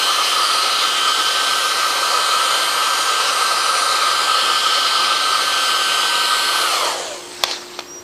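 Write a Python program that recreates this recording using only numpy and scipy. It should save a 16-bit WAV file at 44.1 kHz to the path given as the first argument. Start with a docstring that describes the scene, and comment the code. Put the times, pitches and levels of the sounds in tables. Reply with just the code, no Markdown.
"""A heat gun close to the microphone, over a wooden floor in a small room with a faint machine hum.
From the start it is blowing and being waved about: air roars through the barrel, an eight-blade fan
whines and the motor's brushes buzz. At 6.64 s it is switched off and coasts down. From 7.1 s, still
slowing, it is put down with a scrape, a knock that overloads the input, a lighter tap and, last,
a thin squeak."""
import sys
import numpy as np
from scipy import signal
from scipy.fft import rfft, irfft
from scipy.io import wavfile
from scipy.ndimage import uniform_filter1d

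SR = 44100
rng = np.random.default_rng(int(sys.argv[2]) if len(sys.argv) > 2 else 0)


def transcribe(u):
    """Save the signal u as a 16-bit wav file named by the first command-line argument.

    u: samples, shape (n,) or (channels, n), limited to [-1, 1]; the rate is SR.
    q: integer samples, one column per channel.
    """
    v = np.clip(np.atleast_2d(u).T, -1, 1)
    q = np.round(v * 32767).astype(np.int16)
    wavfile.write(sys.argv[1], SR, q)


N = 354123
TIME = np.arange(N) / SR
FRAME_TIME = np.arange(N // 256 + 5) * 256 / SR
BIN_HZ = np.fft.rfftfreq(1024, 1 / SR)
BLADES, BAND_LIMIT_HZ = 8, 15130

# room tone: (frequency [Hz], relative level [dB])
ROOM_SPECTRUM = [(25, -21), (70, -7), (180, -7.5), (320, 2.5), (500, -2), (1100, -3), (2500, -11.5),
                 (4300, -12.5), (6500, -14), (9000, -25.5), (14500, -19.5)]
# machine hum: (frequency [Hz], level [dB]), and how far it stands out: (time [s], gain [dB])
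HUM_PARTIALS = [(296, -59), (355.3, -48.5), (415, -66), (474, -61), (1010.6, -70), (1092, -81), (4204, -79),
                (7558, -60)]
HUM_GAIN = [(0, -1.5), (6.1, -3), (7.0, 6)]

# scrapes on the floor: (start [s], length [s], level [dB])
FLOOR_SCRAPES = [(7.344, 0.47, -39), (7.485, 0.03, -25)]
# their colour: (frequency [Hz], relative level [dB])
SCRAPE_SPECTRUM = [(100, -30), (400, -4), (900, 5.5), (1700, 1.5), (3000, 3), (4300, 5.5), (5800, 2.5),
                   (8000, -11), (11000, -19), (15000, -41)]
# knocks and ticks on the casing: (time [s], gain [dB], brightness [dB/octave])
CASING_BLOWS = [(7.142, -27, 7), (7.318, -26, 4), (7.4368, 5.5, 3.5), (7.4378, -9, -11), (7.4388, -7, 5.5),
                (7.4425, -21, -1), (7.5126, -18, 11), (7.7904, -6.5, -5), (7.7937, -16.5, 7),
                (7.806, -16, -2)]
# the casing's ring: (frequency [Hz], relative level [dB], t60 [s])
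CASING_MODES = [(523, -41, 0.057), (791, -12.5, 0.0065), (1320, -9, 0.0054), (2580, -9, 0.0078),
                (3560, -11, 0.014), (4310, -2.5, 0.0052), (5470, -12, .006), (8400, -34, .004)]

# the motor under power: (time [s], blade tone [Hz])
BLADE_PITCH = [(0.0, 1549), (1.6, 1550), (2.43, 1560), (4.1, 1563), (4.83, 1550), (5.51, 1550),
               (5.92, 1541), (6.6, 1538)]
# the nozzle swings toward the microphone and away: (arrives [s], leaves [s], closeness [0-1])
NOZZLE_PASSES = [(0.1, 0.447, 0.5), (1.742, 4.25, 0.73), (6.7, 7.6, 1.0)]
# the floor's reflection as the gun turns: (time [s], peak frequency [Hz], peak height [dB])
FLOOR_PEAK = [(0, 5900, 3), (.28, 5460, 4.5), (.5, 4400, 2), (.75, 4000, 5), (.95, 3270, 5),
              (1.55, 3300, 1.5), (1.87, 3130, -7.5), (2.6, 3300, 0), (3.95, 3100, -6.5), (4.3, 3000, 3.5),
              (5.3, 3450, -1.5), (7.0, 3250, 1.5)]
# rise and fall of the top treble: (time [s], relative level [dB])
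TREBLE_CURVE = [(0, -34), (0.9, -37), (1.9, -35), (2.35, -36.5), (4.0, -37), (5.1, -39), (5.7, -37),
                (6.0, -35.5), (6.8, -32.5)]

# the motor's stronger overtones: (frequency [x shaft speed], relative level [dB])
MOTOR_ORDERS = [(9, -43), (10, -43), (13, -39.5), (15, -38), (17, -42), (20, -39.5), (25, -41), (30, -71),
                (31, -50), (32, -51), (33, -41), (34, -64), (35, -40.5), (37, -67), (38, -59), (42, -41),
                (44, -38), (46, -53), (47, -46), (49, -44.5), (52, -43), (54, -50), (55, -42.5), (59, -46),
                (60, -78), (63, -88), (68, -64)]
# brush buzz, filling in the other overtones: (frequency [Hz], relative level [dB])
BRUSH_SPECTRUM = [(300, -78), (1000, -52), (2500, -98), (5300, -62), (7000, -44), (10000, -52),
                  (12500, -51), (15000, -65)]

# the blade tone, its octave and a lower fan tone: (time [s], level [dB])
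BLADE_CURVE = [(0, -28), (.35, -45), (.75, -31.5), (1.35, -28), (2.4, -30), (5.0, -29), (6.5, -27.5)]
OCTAVE_CURVE = [(0, -26.5), (.7, -31.5), (1.0, -26), (1.85, -32.5), (2.2, -28.5), (3.7, -33), (4.6, -30),
                (6.03, -26.5), (6.25, -32)]
LOW_TONE_CURVE = [(0, -47), (1.7, -48), (2.1, -32.5), (3.9, -44.5), (4.3, -52), (5.7, -54), (6.1, -33),
                  (7.0, -41)]
# the barrel's hollow, swept by the slowing blade tone: (frequency [Hz], width [Hz], gain [dB])
BARREL_HOLLOW = (600, 170, 14)
# two high whistles:
# (frequency [x shaft speed], level [dB], gain when close [dB], coasting loss [dB/octave], fading [dB])
WHISTLES = [(40, -41, -4, 6, 3.5), (45, -41.5, 7.5, 13, 2)]

# rush of air: (frequency [Hz], relative level [dB])
RUSH_SPECTRUM = [(25, -37), (80, -25), (190, -19), (300, -10.5), (450, -3.5), (900, -2), (1700, -4),
                 (2600, -1), (4200, 1), (5600, -3), (7000, -11.5), (9500, -12.5), (12000, -22.5),
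                 (14800, -29)]
# resonances and dips of the barrel: (frequency [Hz], width [Hz], gain [dB])
BARREL_RESONANCES = [(601, 390, 7), (625.6, 77, -14.5), (1106, 710, 5), (2050, 430, 3), (3050, 1150, 6.5),
                     (4548, 510, -6), (4540, 1460, 9), (5600, 250, -5.5)]
# change of colour with the nozzle at its closest: (frequency [Hz], gain [dB])
CLOSE_COLOUR = [(200, -19), (520, 6), (750, 1.5), (1100, 4.5), (2000, 0.5), (5000, -2), (6500, 5.5),
                (9000, 2.5), (14000, 1)]
# howl of the intake: (frequency [Hz], width [Hz], gain [dB])
INTAKE_HOWL = (1280, 300, 17.2)
# its rise and fall: (time [s], relative level [dB])
HOWL_CURVE = [(0, -22), (1.1, -19), (3.0, -22.5), (4.25, -18.5), (5.0, -19), (6.1, -21.5), (6.7, -21)]
# whirr of the coasting fan stirring the hollow: (frequency [Hz], width [Hz], gain [dB])
COAST_WHIRR = (650, 270, 6.8)


def gain_of(db):
    """Decibels to a factor."""
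    return 10 ** (np.asarray(db) / 20)


def unit_rms(x):
    """Scales to rms 1."""
    return x / np.sqrt(np.mean(x ** 2) + 1e-20)


def unit_power(db):
    """Shifts a dB spectrum to a mean power of 1."""
    return db - 10 * np.log10(np.mean(gain_of(db) ** 2))


def follow(table, t=FRAME_TIME):
    """Every column of a curve at the times t."""
    times, *columns = np.transpose(table)
    return [np.interp(t, times, column) for column in columns]


def swing(table):
    """How far a level curve lies above its average, in dB per frame."""
    db = follow(table)[0]
    return db - db.mean()


def per_sample(frames):
    """Joins frame values by straight lines."""
    return np.interp(TIME, FRAME_TIME, frames)


def spectrum(points, at=BIN_HZ):
    """Levels in dB, joined by straight lines over log frequency."""
    hz, db = np.transpose(points)
    return np.interp(np.log(at + 1), np.log(hz + 1), db)


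def bell(hz, width, height=1, at=BIN_HZ):
    """Shape of a resonance centred on hz."""
    return height / (1 + (2 * (at - hz) / width) ** 2) ** 2


def drift(rate_hz, count=1):
    """Rows of smooth random wander, rms 1, one value a frame."""
    size = len(FRAME_TIME)
    hz = np.fft.rfftfreq(size, FRAME_TIME[1])
    white = rfft(rng.standard_normal((count, size)))
    return unit_rms(irfft(white / (1 + (hz / rate_hz) ** 2), size))


def patches(frames=10, bins=9):
    """Random patches over time and frequency, rms 1."""
    field = rng.standard_normal((len(FRAME_TIME), len(BIN_HZ)))
    return unit_rms(uniform_filter1d(uniform_filter1d(field, frames, axis=0), bins, axis=1))


def noise(db):
    """Noise shaped by a dB field (frames, bins); 0 dB throughout gives rms 1."""
    white = rng.standard_normal((len(FRAME_TIME), len(BIN_HZ), 2)) @ [1, 1j]
    spectra = np.array([white, white * gain_of(db)])
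    plain, shaped = signal.istft(spectra, nperseg=1024, noverlap=768, time_axis=1, freq_axis=2)[1][:, :N]
    return shaped / plain.std()


def room_tone(floor_db=-40):
    """The bed under everything: steady air noise and the hum of a small machine."""
    hum = sum(gain_of(db) * np.sin(2 * np.pi * (hz * TIME + rng.random())) for hz, db in HUM_PARTIALS)
    hum *= np.sqrt(2) * gain_of(follow(HUM_GAIN, TIME)[0])
    return noise(unit_power(spectrum(ROOM_SPECTRUM)) + floor_db) + hum


def room_echoes(x, t60, dull_hz):
    """The small room: dense, dulled reflections reach the microphone from 2 ms after the direct sound."""
    t = TIME[:SR // 2]
    tail = rng.standard_normal(len(t)) * gain_of(-60 * t / t60) * (t > .002)
    tail = signal.lfilter(*signal.butter(1, dull_hz, fs=SR), tail)
    return signal.fftconvolve(x, tail / np.linalg.norm(tail))[:N]


def squeak(start_s=7.855, db=-34.5, attack_s=0.07, hold_s=0.063, release_s=0.017, note_hz=5750):
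    """A thin, nearly pure tone that scoops up to its note and wobbles around it."""
    t = np.maximum(TIME - start_s, 0)
    scoop_hz = 287 * np.exp(-t / 0.025)
    wobble_hz = 40 * np.cos(2 * np.pi * 11.2 * t)
    hz = (note_hz - scoop_hz + wobble_hz) * (1 + 0.0018 * per_sample(drift(60)[0]))
    envelope = np.minimum(t / attack_s, 1) * np.exp(-np.maximum(t - attack_s - hold_s, 0) / release_s)
    return np.sqrt(2) * gain_of(db) * envelope * np.sin(2 * np.pi * np.cumsum(hz) / SR)


def scrapes(rise_db_per_s=155, fall_db_per_s=129):
    """The cord drags over the floor: each grainy hiss swells, holds and dies away."""
    power = np.zeros(N)
    for start, length, db in FLOOR_SCRAPES:
        before, after = np.maximum(start - TIME, 0), np.maximum(TIME - start - length, 0)
        power += gain_of(db - rise_db_per_s * before - fall_db_per_s * after) ** 2
    grain_db = 2.5 * patches(frames=4, bins=18)
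    return np.sqrt(power) * noise(unit_power(spectrum(SCRAPE_SPECTRUM)) + grain_db)


def knocks(crack_db=-9, crack_s=0.0032, band_hz=(450, 5500)):
    """Each blow is a crack and the short ring of the plastic casing."""
    t, out = TIME[:SR // 5], np.zeros(N)
    band = signal.butter(2, band_hz, "band", fs=SR)
    for start, db, tilt in CASING_BLOWS:
        ring = sum(gain_of(mode_db + tilt * np.log2(hz / 2000) - 60 * t / t60)
                   * np.sin(2 * np.pi * hz * t) for hz, mode_db, t60 in CASING_MODES)
        crack = gain_of(crack_db + tilt) * rng.standard_normal(len(t)) * np.exp(-t / crack_s)
        part = out[round(start * SR):][:len(t)]
        part += gain_of(db) * signal.lfilter(*band, crack - ring)[:len(part)]
    return out


def closeness(move_s=0.69):
    """How close the nozzle is to the microphone, 0-1 per frame."""
    return sum(near * np.clip(.5 + np.minimum(FRAME_TIME - arrives, leaves - FRAME_TIME) / move_s, 0, 1)
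               for arrives, leaves, near in NOZZLE_PASSES)


def floor_ripple(at, width_hz=1530):
    """The bounce off the floor lifts one band and dents its neighbours, or the reverse: dB per frame."""
    peak_hz, peak_db = (column[:, None] for column in follow(FLOOR_PEAK))
    return np.cos(3 * np.pi * (at / peak_hz - 1)) * bell(peak_hz, width_hz, peak_db, at)


def reflection_sway(depth_db=2.7):
    """Shifting reflections: slow patches of colour that deepen toward the treble."""
    return depth_db * patches(frames=100, bins=11) * np.clip(BIN_HZ / 9000, 0, 1)


def treble_swing(hz):
    """Rise and fall of the top treble at the given frequencies, in dB (frames, frequencies)."""
    return swing(TREBLE_CURVE)[:, None] * np.interp(hz, [6000, 11500], [0, 1])


def shaft_speed(off_s=6.64, friction_s=0.72, drag_ratio=0.68):
    """Turns a second, per frame: nearly steady under power, then braked by bearings and air drag."""
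    left = np.exp(-np.maximum(FRAME_TIME - off_s, 0) / friction_s)
    return follow(BLADE_PITCH)[0] / BLADES * left / (1 + drag_ratio * (1 - left))


def shaft(jitter=0.00023):
    """Motor speed per frame, and its turning as a unit phasor per sample; unpowered, it runs rough."""
    hz = shaft_speed()
    coast_jitter = np.interp(hz, [110, 188], [0.007, 0])
    hz = hz * (1 + jitter * drift(10.3)[0] + coast_jitter * drift(70)[0])
    return hz, np.exp(2j * np.pi * np.cumsum(per_sample(hz)) / SR)


def loudness_db(speed, knee_hz=120.6, db_per_octave=20.5):
    """The level holds at 0 dB down to a knee in shaft speed, then falls with each octave lost."""
    return db_per_octave * np.minimum(np.log2(speed / knee_hz), 0)


def motor_whine(hz, turn, trim_db=-2.5, fade_db=3.5, flicker_db=5, count=150):
    """Shaft overtones and brush buzz, each overtone fading in and out as the gun is moved about."""
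    strong_db = dict(MOTOR_ORDERS)
    fades = fade_db * np.minimum(drift(2.3, count), 1.5)
    phases = np.exp(2j * np.pi * rng.random(count))
    octaves_lost = np.maximum(np.log2(hz[0] / hz), 0)
    # coasting, the overtones flicker as they sweep across the room's resonances
    flicker = flicker_db * np.interp(hz, [165, 190], [1, 0]) * (np.minimum(drift(25, count), 1.5) - .2)
    spinning = np.clip(hz / 75, 0, 1) ** 3
    out, overtone = np.zeros(N), np.ones(N, complex)
    for k in range(1, count + 1):
        overtone = overtone * turn
        db = spectrum(BRUSH_SPECTRUM, k * hz) - 0.5 * octaves_lost
        if k in strong_db:
            db = np.maximum(db, strong_db[k] - 5 * octaves_lost)
        db += trim_db + treble_swing(k * hz[:, None])[:, 0] + fades[k - 1] + flicker[k - 1]
        contact = 1 / (1 + (k / 98) ** 8)  # a brush contact lasts a set part of a turn
        envelope = gain_of(db) * contact * (k * hz < BAND_LIMIT_HZ) * spinning
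        out += per_sample(envelope) * (phases[k - 1] * overtone).real
    return np.sqrt(2) * out


def fan_tones(hz, turn, waver_db=0.05, rough=0.18, coast_rough=0.2, floor_share=0.31):
    """The blades chop the air into tones, roughened by the turbulence they cut through."""
    octaves_lost = np.maximum(np.log2(hz[0] / hz), 0)
    hollow_db = bell(*BARREL_HOLLOW, at=BLADES * hz)
    tones = [(BLADES, follow(BLADE_CURVE)[0] + hollow_db - 3 * octaves_lost),
             (2 * BLADES, follow(OCTAVE_CURVE)[0] - 5 * octaves_lost),
             (5, follow(LOW_TONE_CURVE)[0])]
    for k, db, close_db, coast_db, fade_db in WHISTLES:
        fading = fade_db * np.minimum(drift(1.9)[0], 1.5)
        tones.append((k, db + close_db * closeness() - coast_db * octaves_lost + fading))
    roughness = rough + coast_rough * np.minimum(2 * octaves_lost, 1)
    out = np.zeros(N)
    for k, db in tones:
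        bounce_db = floor_share * floor_ripple(k * hz[:, None])[:, 0]
        envelope = gain_of(db + loudness_db(hz) + bounce_db + waver_db * drift(5.1)[0])
        turbulence = [1, 1j] @ drift(32, count=2)
        out += (per_sample(envelope * (1 + roughness * turbulence)) * turn ** k).real
    return np.sqrt(2) * out


def air_rush(jet_db=-18.5, eddy_db=1.05, flutter_db=0.57, rasp=0.58):
    """Turbulence rings the barrel; its colour shifts as the gun turns and nears the microphone."""
    speed = shaft_speed()[:, None]
    octaves = np.log2(np.maximum(BIN_HZ, 300) / 2000)
    barrel = sum(bell(*resonance) for resonance in BARREL_RESONANCES)
    howl_hz, howl_width, howl_db = INTAKE_HOWL
    intake = bell(howl_hz, howl_width)
    colour = unit_power(spectrum(RUSH_SPECTRUM) + 0.17 * octaves + barrel + howl_db * intake)
    stalled = np.interp(speed, [88, 150], [1, 0])
    colour = colour - stalled * howl_db * intake  # the howl needs a fast flow
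    aim = closeness()[:, None] * spectrum(CLOSE_COLOUR) + floor_ripple(BIN_HZ) + reflection_sway()
    aim += swing(HOWL_CURVE)[:, None] * intake + treble_swing(BIN_HZ)
    # the coasting fan stirs the hollow of the barrel and sounds duller
    coasting = np.interp(speed, [50.4, 75, 132, 169], [0, 1, 1, 0])
    whirr = coasting * (bell(*COAST_WHIRR) - 2.3 * stalled * octaves)
    # the rasp of the brushes outlasts the rush
    level = jet_db + loudness_db(speed) * (1 - rasp * bell(8000, width=7800))
    turbulence = eddy_db * patches() + flutter_db * drift(26).T
    return noise(colour + level + aim + whirr + turbulence)


def air_throb(hz, turn, depth=0.29):
    """The slower the fan, the more its rush throbs once a turn."""
    return 1 + depth * per_sample(1 - hz / hz[0]) * turn.real


def scene():
    """Room, handling sounds and gun at one microphone, the same in both channels."""
    hz, turn = shaft()
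    fan, motor = fan_tones(hz, turn), motor_whine(hz, turn)
    handling = knocks() + squeak()
    echoes = room_echoes(gain_of(-22) * fan + gain_of(-11) * motor, t60=0.85, dull_hz=9350)
    echoes += gain_of(-19) * room_echoes(handling, t60=0.32, dull_hz=5500)
    rush = air_rush() * air_throb(hz, turn)
    mono = rush + fan + motor + handling + echoes + scrapes() + room_tone()
    return np.array([mono, mono])


def record(dry):
    """The loudest knock overloads the microphone input; a steep low-pass then limits the band."""
    clipped = dry / (1 + dry ** 6) ** (1 / 6)
    lowpass = signal.firwin(511, BAND_LIMIT_HZ, window=("kaiser", 9), fs=SR)
    return signal.oaconvolve(clipped, lowpass[None], "same")


dry = scene()
out = record(dry)
transcribe(out)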